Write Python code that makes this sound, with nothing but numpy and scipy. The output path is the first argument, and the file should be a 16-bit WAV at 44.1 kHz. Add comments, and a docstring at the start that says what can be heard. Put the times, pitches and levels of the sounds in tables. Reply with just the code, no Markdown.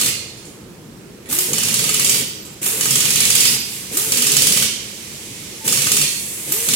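"""An air impact wrench hammers wheel nuts tight in a tyre workshop, a few metres from two microphones.
Its blows, about twenty a second, are noise cracks and thumps over ringing wheel modes; each pull of the
trigger hisses, and the free vane motor whines up in a swept tone with fuzz, then growls under load.
Whistles, clinks and a dull tone come between; the hall answers in decaying noise. Behind it lie
the shop rumble and a leaking air line, both coloured noise."""
import sys
import numpy as np
from scipy import signal
from scipy.fft import rfft, irfft
from scipy.io import wavfile
from scipy.ndimage import uniform_filter1d

SR = 44100
rng = np.random.default_rng(int(sys.argv[2]) if len(sys.argv) > 2 else 0)


def store_wav(level_fs):
    """Save 16-bit WAV to argv[1]."""
    pcm = np.round(np.clip(np.atleast_2d(level_fs), -1, 1) * 32767)
    wavfile.write(sys.argv[1], SR, pcm.T.astype(np.int16))


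def undo_db(level):
    """Turn decibels back into plain size, where 20 dB means ten times bigger."""
    steps = np.asarray(level, float) / 20
    return 10 ** steps


N = 297675
LEAD = SR // 2  # samples played before time zero so that the hall is already full
M = N + LEAD


def evened(x):
    """Scales a sound to rms 1."""
    return x / np.sqrt(np.mean(x ** 2) + 1e-20)


def read(points, hz):
    """Reads a curve at the given pitches, along a log frequency axis."""
    f, value = np.transpose(points)
    return np.interp(np.log(hz + 1), np.log(f + 1), value)


def clock():
    """Time in seconds of every sample, lead-in included."""
    return (np.arange(M) - LEAD) / SR


def add(mix, s, sound):
    """Lays a sound into the mix at s seconds."""
    part = mix[LEAD + round(s * SR):][:len(sound)]
    part += sound[:len(part)]


def level(tables):
    """Gain over time from (s, dB) tables, silent between them."""
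    t, out = clock(), np.zeros(M)
    for rows in tables:
        s, db = np.transpose(rows)
        inside = (t <= s[-1]) * (t >= s[0])
        out += undo_db(np.interp(t, s, db)) * inside
    return uniform_filter1d(out, size=120)


def hiss(points, size, lo=1, hi=SR):
    """Noise of rms 1 with the given colour, fading off below lo and above hi Hz."""
    hz = np.fft.rfftfreq(size, 1 / SR) + 1
    band = 1 / np.sqrt((1 + (lo / hz) ** 12) * (1 + (hz / hi) ** 12))
    spectrum = rfft(rng.standard_normal(size))
    return evened(irfft(spectrum * undo_db(read(points, hz)) * band, size))


# likeness of diffuse sound at the two microphones: pitch_hz, likeness (0-1)
LIKENESS = [(60, 0.95), (150, 0.95), (380, 0.7), (950, 0.24), (2380, 0.04), (5980, 0.031), (15000, 0.043)]


def pair(size):
    """White noise for two microphones: alike in the bass, nearly unrelated in the treble."""
    same = np.clip(read(LIKENESS, np.fft.rfftfreq(size, 1 / SR)), -1, 1)
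    a, b = rfft(rng.standard_normal((2, size)))
    return irfft([a, same * a + np.sqrt(1 - same ** 2) * b], size)


def field(points, patchy_db):
    """Diffuse two-channel noise of rms 1 with drifting patches in time and pitch."""
    hz, t, z = signal.stft(pair(M), SR, nperseg=1024)
    patches = uniform_filter1d(rng.standard_normal(z.shape[1:]), size=10, axis=0)
    patches = evened(uniform_filter1d(patches, size=6, axis=1))
    gain = undo_db(read(points, hz)[:, None] + patchy_db * patches)
    return evened(signal.istft(z * gain, SR, nperseg=1024)[1][:, :M])


def resonate(x, hz, width):
    """Shifts hz down to zero, smooths, and shifts back: a resonance of gain 1, width in Hz."""
    turn = np.exp(2j * np.pi * np.cumsum(hz * np.ones(len(x))) / SR)
    r = np.exp(-np.pi * width / SR)
    return 2 * (turn * signal.lfilter([1 - r], [1, -r], x / turn)).real


def burst(rise_s, fall_s, size=4096):
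    """Envelope of a strike: a quick rise and an exponential fall."""
    t = np.arange(size) / SR
    return (1 - np.exp(-t / rise_s)) * np.exp(-t / fall_s)


# colour of struck steel: pitch_hz, density_db (relative, per Hz)
STEEL = [(300, -23), (620, -16), (900, -10.5), (1250, 1.5), (1640, -5), (2850, -0.5), (5240, -3),
         (7310, 2.5), (9920, 2.5), (12000, -7), (14500, -6.5), (15800, -11), (16500, -40)]
# ringing modes of wheel and hub: pitch_hz, level_db (relative), t60_s
WHEEL = [(2540, -3, .09), (2960, 0, .09), (3230, -1, .1), (3580, -4, .1), (4335, 0, .13), (4500, -2, .1),
         (4740, -4, .1), (4975, -3, .1), (5470, -4, .08), (5675, -3, .08)]


def hammer():
    """Each blow: a bright crack of steel, a thump and ring through the wheel, a short low knock, the zing of the clutch.
    Tool and wheel rattle on a little longer, mostly away from the microphones, into the hall."""
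    near, away = np.zeros((2, M))
    for s, db, thump_db, knock_db, zing_db in strikes():
        crack = undo_db(db) * hiss(STEEL, 4096, lo=4720)
        thump = hiss(STEEL, 4096, lo=1970, hi=6030)
        knock = hiss(STEEL, 4096, hi=2220)
        zing = undo_db(zing_db) * evened(resonate(rng.standard_normal(4096), 13200, 770))
        wheel = undo_db(thump_db - 18.5) * ring(WHEEL, scatter_db=5)
        rattle = crack + undo_db(thump_db + 6) * thump + undo_db(knock_db - .7) * knock + 0.82 * zing
        rattle = rattle[::-1] * burst(0.00073, 0.014)  # reversed noise no longer lines up with the blow
        bright = undo_db(db) * struck(crack, 0.00068, 0.0049) + zing * burst(0.0012, 0.0042)
        add(near, s, undo_db(-3.5) * (bright + 0.19 * rattle))
        add(near, s, undo_db(thump_db) * struck(thump, 0.0019, 0.0043))
        add(near, s, undo_db(knock_db + 7.5) * struck(knock, 0.00056, 0.0046))
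        add(near, s, wheel)
        add(away, s, wheel)
        add(away, s, undo_db(-5) * rattle)
    return near, away


def ring(modes, scatter_db):
    """One strike on a set of decaying modes, each caught a little differently."""
    t = np.arange(SR // 8) / SR
    hz, db, t60 = np.transpose(modes)[:, :, None]
    luck = rng.standard_normal((len(modes), 2))
    decay = undo_db(db + scatter_db * luck[:, :1] - 60 * t / t60)
    return (decay * np.sin(2 * np.pi * hz * (1 + 0.003 * luck[:, 1:]) * t)).sum(0)


def struck(noise, rise_s, fall_s):
    """A burst of noise that always carries the energy of its envelope."""
    shape = burst(rise_s, fall_s)
    return evened(noise * shape) * np.sqrt(np.mean(shape ** 2))


# hammer blows: start_s, crack_db (relative)
BLOWS = [(0.0115, -4.5), (0.0603, -7), (1.5316, -5), (1.581, -6), (1.6326, -6), (1.6845, -7), (1.74, -3),
         (1.7908, -7.5), (1.84, -7), (1.8913, -6), (1.942, -4), (1.995, -4), (2.0456, -1), (2.0942, -1),
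         (2.1438, -9), (2.8084, -5), (2.8546, -5), (2.9071, -1.5), (2.9549, -1.5), (3.0032, -4),
         (3.0532, -5.5), (3.1039, -3), (3.1567, -3), (3.2036, -1), (3.2524, -2.5), (3.3018, -2),
         (3.3517, 0), (3.4042, -0.5), (3.4528, -4), (4.1194, -2.5), (4.1708, -5), (4.2207, -3),
         (4.2674, -2), (4.318, -2.5), (4.3662, 0.5), (4.4192, -1), (4.4689, -0.5), (4.521, -3), (4.572, -3),
         (4.6225, -5), (5.6773, -2.5), (5.7242, -3.5), (5.7725, -7), (5.8184, -6), (5.8681, -6.5),
         (5.9165, -0.5), (5.9673, -2.5), (6.0135, -4), (6.686, -4), (6.7351, -3)]
# the clutch catching as the motor runs free: start_s, crack_db, thump_db, zing_db (all relative)
CATCHES = [(1.326, -9.5, -23.5, -4.5), (1.3861, -4, -20, -4.5), (2.6605, -7.5, -35, -8),
           (3.9699, -4.5, -22, -5), (6.52, -8.5, -24, -3.5)]
# pulls of the trigger: pull_s, seat_s (the nut seats), release_s, puff_db, seat_db, release_db (air levels)
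PULLS = [(-.4, -.3, 0.085, -22, -25, -21), (1.288, 1.485, 2.21, -21.5, -26, -23),
         (2.616, 2.782, 3.55, -19.5, -23, -20.5), (3.914, 4.068, 4.64, -23.5, -22.5, -23),
         (5.643, 5.658, 6.03, -22, -22.5, -23.5), (6.47, 6.672, 6.82, -26.5, -23.5, -32)]
# the nut under each pull: thump_db (relative), growth_db_per_s (as it tightens), labour_db, surge_db (at seating)
NUTS = [(-13, 0, -33, 2), (-13, 0.5, -33, 4.5), (-14, 5.5, -34, -3), (-13, 2, -32, 0), (-13, 2, -32.5, 0.5),
        (-10, 3, -32.5, 0)]


def strikes():
    """Every strike as (s, crack dB, thump dB, knock dB, zing dB): earlier blows, blows and catches."""
    knock_base_db, zing_base_db, uneven_db = -30, -21, 3
    thump_follows, last_db = 0.48, 2  # share of the crack dB; the last blow of a burst lands heavier
    # evenly spaced blows that already ring in the hall
    earlier = [(BLOWS[0][0] - k * .05, -7) for k in range(9, 0, -1)]
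    s, db = np.transpose(earlier + list(BLOWS))
    seated = np.transpose(PULLS)[1]
    nut = np.maximum(np.searchsorted(seated, s) - 1, 0)
    base_db, growth = np.array(NUTS)[nut, :2].T
    last = np.diff(nut, append=nut[-1]) > 0  # the next blow falls on another nut
    luck = uneven_db * (rng.exponential(size=(len(s), 2)) - 1)
    thump_db = base_db + thump_follows * db + growth * (s - seated[nut]) + last_db * last
    blows = zip(s, db, thump_db, knock_base_db + luck[:, 0], zing_base_db + luck[:, 1])
    catches = [(s, db, thump_db, knock_base_db, zing_db) for s, db, thump_db, zing_db in CATCHES]
    return list(blows) + catches


SHUT_S = 0.026  # the air valve's closing time
# colour of the exhaust jet: pitch_hz, density_db (relative, per Hz)
JET = [(300, -26), (600, -26), (900, -15.5), (1530, -14), (2650, -7), (5240, -12), (7310, -2.5),
       (10100, -2.5), (13400, -6), (15800, -13), (16500, -36)]


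def exhaust():
    """Air leaves the handle in fluttering puffs; it sprays wide, so each microphone hears its own hiss."""
    open_s, valve_db = 0.029, -9  # the valve opens from and closes to this far down
    flutter = evened(uniform_filter1d(rng.standard_normal(M), size=150))
    spray = irfft(rfft(pair(M)) * undo_db(read(JET, np.fft.rfftfreq(M, 1 / SR))), M)
    flow = []
    for pull, seat, off, puff_db, seat_db, off_db in PULLS:
        opening = [(pull, puff_db + valve_db), (min(pull + open_s, seat), puff_db)]
        closing = [(off, off_db), (off + SHUT_S, off_db + valve_db)]
        flow.append(opening + [(seat, seat_db)] + closing)
    return level(flow) * evened(spray) * undo_db(1.3 * flutter)


# vane motor spinning free: start_s, end_s, from_hz, towards_hz (before the sag), level_db (relative)
SPINS = [(1.295, 1.48, 170, 415, -33), (1.49, 1.56, 450, 490, -33), (2.65, 2.8, 300, 485, -34),
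         (3.93, 4.11, 180, 492, -33.5), (6.485, 6.675, 160, 512, -35)]
# fuzz in each spin: share (0-1)
SPIN_ROUGH = [.55, .4, .6, .3, .25]


def spin():
    """The free motor whines upward and sags a little, partly a clean tone and partly fuzz."""
    spin_up_s, sag_hz_per_s = .045, 250
    out = np.zeros(M)
    for (start, end, from_hz, top_hz, db), rough in zip(SPINS, SPIN_ROUGH):
        t = np.arange(0, end - start, 1 / SR)
        hz = top_hz - (top_hz - from_hz) * np.exp(-t / spin_up_s) - sag_hz_per_s * t
        turn = 2 * np.pi * np.cumsum(hz) / SR
        tone = np.sqrt(2) * (np.sin(turn) + 0.11 * np.sin(2 * turn))
        fuzz = evened(resonate(rng.standard_normal(len(t)), hz, 60))
        whine = (1 - rough) * tone + rough * fuzz
        add(out, start, undo_db(db) * whine * signal.windows.tukey(len(t), .15))
    return out


# drumming car body and tyre: pitch_hz, width_hz, level_db (relative)
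DRUM = [(146, 54, -6), (208, 130, -4.5), (412, 133, -6)]


def labour():
    """Every blow stalls the rotor; it speeds up again, a rising growl, while the car body drums along."""
    t, at = clock(), np.transpose(BLOWS)[0]
    since = np.abs(t - at[np.maximum(np.searchsorted(at, t) - 1, 0)])  # seconds from the latest blow
    hz = 90 + 260 * (1 - np.exp(-since / 0.096))
    growl = evened(resonate(rng.standard_normal(M), hz, 47)) * np.minimum(since / 0.011, 1)
    shake = rng.standard_normal(M)
    drum = sum(undo_db(db) * evened(resonate(resonate(shake, f, w), f, w)) for f, w, db in DRUM)
    return load() * evened(drum + 0.4 * growl)


def load():
    """Gain of the labouring motor: the tool jerks at the pull, then a surge and a steady level until release."""
    kick_db, kick_s, surge_s = -30, 0.027, 0.054
    t, out = clock(), np.zeros(M)
    for (pull, seat, off, *_), (*_, db, surge_db) in zip(PULLS, NUTS):
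        out += undo_db(kick_db) * (t >= pull) * np.exp(-np.abs(t - pull) / kick_s)
        surge = surge_db * np.exp(-((t - seat) / surge_s) ** 2)
        out += undo_db(db + surge) * (t >= seat) * (t < off + SHUT_S)
    return uniform_filter1d(out, size=400)


# thin wavering whistles: start_s, pitch_hz, level_db (relative), t60_s
WHISTLES = [(.03, 3580, -31, .55), (0, 4290, -25, .7), (1.53, 4330, -29, 1.8), (2.08, 13000, -25, 1.1),
            (3.43, 4340, -22, .4), (3.46, 4500, -23, .3), (3.45, 4965, -19, .5), (3.45, 5480, -23, .3),
            (3.45, 12960, -25, .9), (4.6, 4330, -29, .45), (6.04, 4330, -23, .4)]


def whistles():
    """Narrow bands of noise that swell quickly and die away."""
    out, t = np.zeros(M), np.arange(SR // 2) / SR
    for s, hz, db, t60 in WHISTLES:
        fuzzy = evened(resonate(resonate(rng.standard_normal(len(t)), hz, 35), hz, 35))
        add(out, s, undo_db(db - 60 * t / t60) * np.minimum(t / 0.02, 1) * fuzzy)
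    return out


# socket clinking on a nut: start_s, level_db (relative), pitch_hz
CLINKS = [(0.3707, -27, 5200), (0.4517, -26.5, 6870), (1.2205, -41, 1910), (1.257, -27, 2010),
          (2.4494, -22, 7670)]


def clinks():
    """Small metal ticks: a noise burst and the resonance it excites."""
    out = np.zeros(M)
    for s, db, hz in CLINKS:
        tick = hiss(STEEL, 4096) * burst(0.00054, 0.0063)
        tone = evened(resonate(tick, hz, 200)) * burst(0.0013, 0.0053)
        add(out, s, undo_db(db - 12.0) * (tick + 0.24 * tone))
    return out


# a short dull tone: start_s, level_db (peak, relative), pitch_hz, length_s
PING = (5.6, -43.5, 880, .085)


def ping():
    """One short sine with soft ends."""
    out, (s, db, hz, length_s) = np.zeros(M), PING
    t = np.arange(0, length_s, 1 / SR)
    add(out, s, undo_db(db) * signal.windows.tukey(len(t), .4) * np.sin(2 * np.pi * hz * t))
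    return out


def nearby(x):
    """The straight path, a little later on the right, and echoes off floor and car door."""
    taps = np.zeros((2, 400))
    taps[[0, 1], [0, 12]] = 1
    at = rng.integers(30, 400, size=(2, 6))
    echoes = undo_db(-8.5 - 8 * at / 400) * rng.choice([-1, 1], size=at.shape)
    np.put_along_axis(taps, at, echoes, axis=1)
    low = signal.sosfiltfilt(signal.butter(2, 600, fs=SR, output="sos"), x)  # long waves arrive alike
    return low + signal.oaconvolve((x - low)[None], taps, axes=1)[:, :M]


# decay of the hall: pitch_hz, t60_s
HALL = [(150, 0.9), (600, 0.84), (2000, 0.78), (5000, 0.8), (12000, 0.43)]


def hall(x):
    """Diffuse tails, each band dying at its own speed; two of them take turns as the air shifts."""
    out, turn = 0, 2 * np.pi * 1.3 * clock_from_lead()
    for share in (np.sin(turn), np.cos(turn)):
        hz, t, z = signal.stft(pair(SR), SR, nperseg=256)
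        decay = undo_db(-60 * t / read(HALL, hz)[:, None])
        tail = signal.istft(z * decay, SR, nperseg=256)[1][:, :SR]
        tail *= np.clip((np.arange(SR) / SR - .003) / 0.0053, 0, 1)  # reflections build up
        tail /= np.linalg.norm(tail[0])
        out = out + signal.fftconvolve((x * share)[None], tail, axes=1)[:, :M]
    return out


def clock_from_lead():
    """Time in seconds counted from the start of the lead-in."""
    return np.arange(M) / SR


# leaking air line: start_s, level_db, treble_db (relative to the level)
LEAK = [(-.5, -45, 5), (.45, -45, 9), (.65, -51.5, 10), (1.2, -51, 8), (2.3, -46, 9), (2.6, -43.5, 7),
        (3.55, -35, 10), (3.75, -29.5, 13), (3.9, -32, 9), (4.8, -33, 8), (5.6, -33.5, 8), (6.1, -33, 18.5),
        (6.45, -30.5, 14), (6.75, -26, 15.5)]
# colour of the leak: pitch_hz, density_db (relative, per Hz)
LEAK_COLOUR = [(410, -58), (700, -14), (1080, -12.5), (1380, -15), (2130, -1.5), (4610, -1.5), (5540, 0.5),
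               (7690, 1), (11400, -10), (16000, -23)]


def leak():
    """A steady hiss whose level and treble drift."""
    s, db, treble_db = np.transpose(LEAK)
    hiss_pair = field(LEAK_COLOUR, patchy_db=.4)
    top = signal.sosfilt(signal.butter(2, 10500, "high", fs=SR, output="sos"), hiss_pair)
    body = level([np.c_[s, db]])
    extra = level([np.c_[s, db + treble_db]]) - body
    return body * hiss_pair + extra * top


# colour of the shop rumble: pitch_hz, density_db (relative, per Hz)
SHOP = [(24, -51), (40, -10.5), (140, -3), (167, -6), (204, 1), (269, -16), (297, -6.5), (337, -6),
        (392, -10.5), (422, -8.5), (715, -22), (790, -21), (16000, -38.5)]


def shop():
    """The rumble of the shop: steady, slightly patchy noise, strongest in the bass."""
    return undo_db(-38.5) * field(SHOP, patchy_db=1)


def scene():
    """Straight path, hall, shop rumble and leak."""
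    (blows, rattle), air, ticks, thin = hammer(), exhaust(), clinks(), whistles()
    whine, motor = spin(), labour() + ping()
    near = nearby(undo_db(-1.63) * blows + whine + motor + ticks + thin) + air
    tool_send = undo_db(-2.5) * rattle + undo_db(-5.0) * air[0] + undo_db(-7.0) * motor + undo_db(-13) * whine
    far = hall(tool_send + undo_db(7) * ticks + thin / 2)
    return (near + far + shop() + leak())[:, LEAD:]


# colour difference of the microphones: pitch_hz, left_minus_right_db
TILT = [(60, 0), (150, 0), (380, -1), (950, -1.5), (2380, -6), (5980, -6.5), (9500, -0.5), (15000, -1)]


def microphones(dry):
    """The microphones lose the deepest bass and differ in colour; the loudest peaks clip; then the band limit."""
    hz = np.fft.rfftfreq(N, 1 / SR)
    tilt_db = read(TILT, hz) / 2
    bass = hz ** 2 / (hz ** 2 + 50 ** 2)
    coloured = irfft(rfft(dry) * bass * undo_db(np.array([tilt_db, -tilt_db])), N)
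    clipped = np.clip(coloured, -1, 1)
    return irfft(rfft(clipped) * (hz < 16100), N)


def band_limit(x):
    """A steep low-pass at the top of the band."""
    return signal.sosfilt(signal.butter(12, 16730, fs=SR, output="sos"), x)


def record(dry):
    """Two microphones pick up the scene."""
    mix = microphones(dry)
    return band_limit(mix)


dry = scene()
out = record(dry)
store_wav(out)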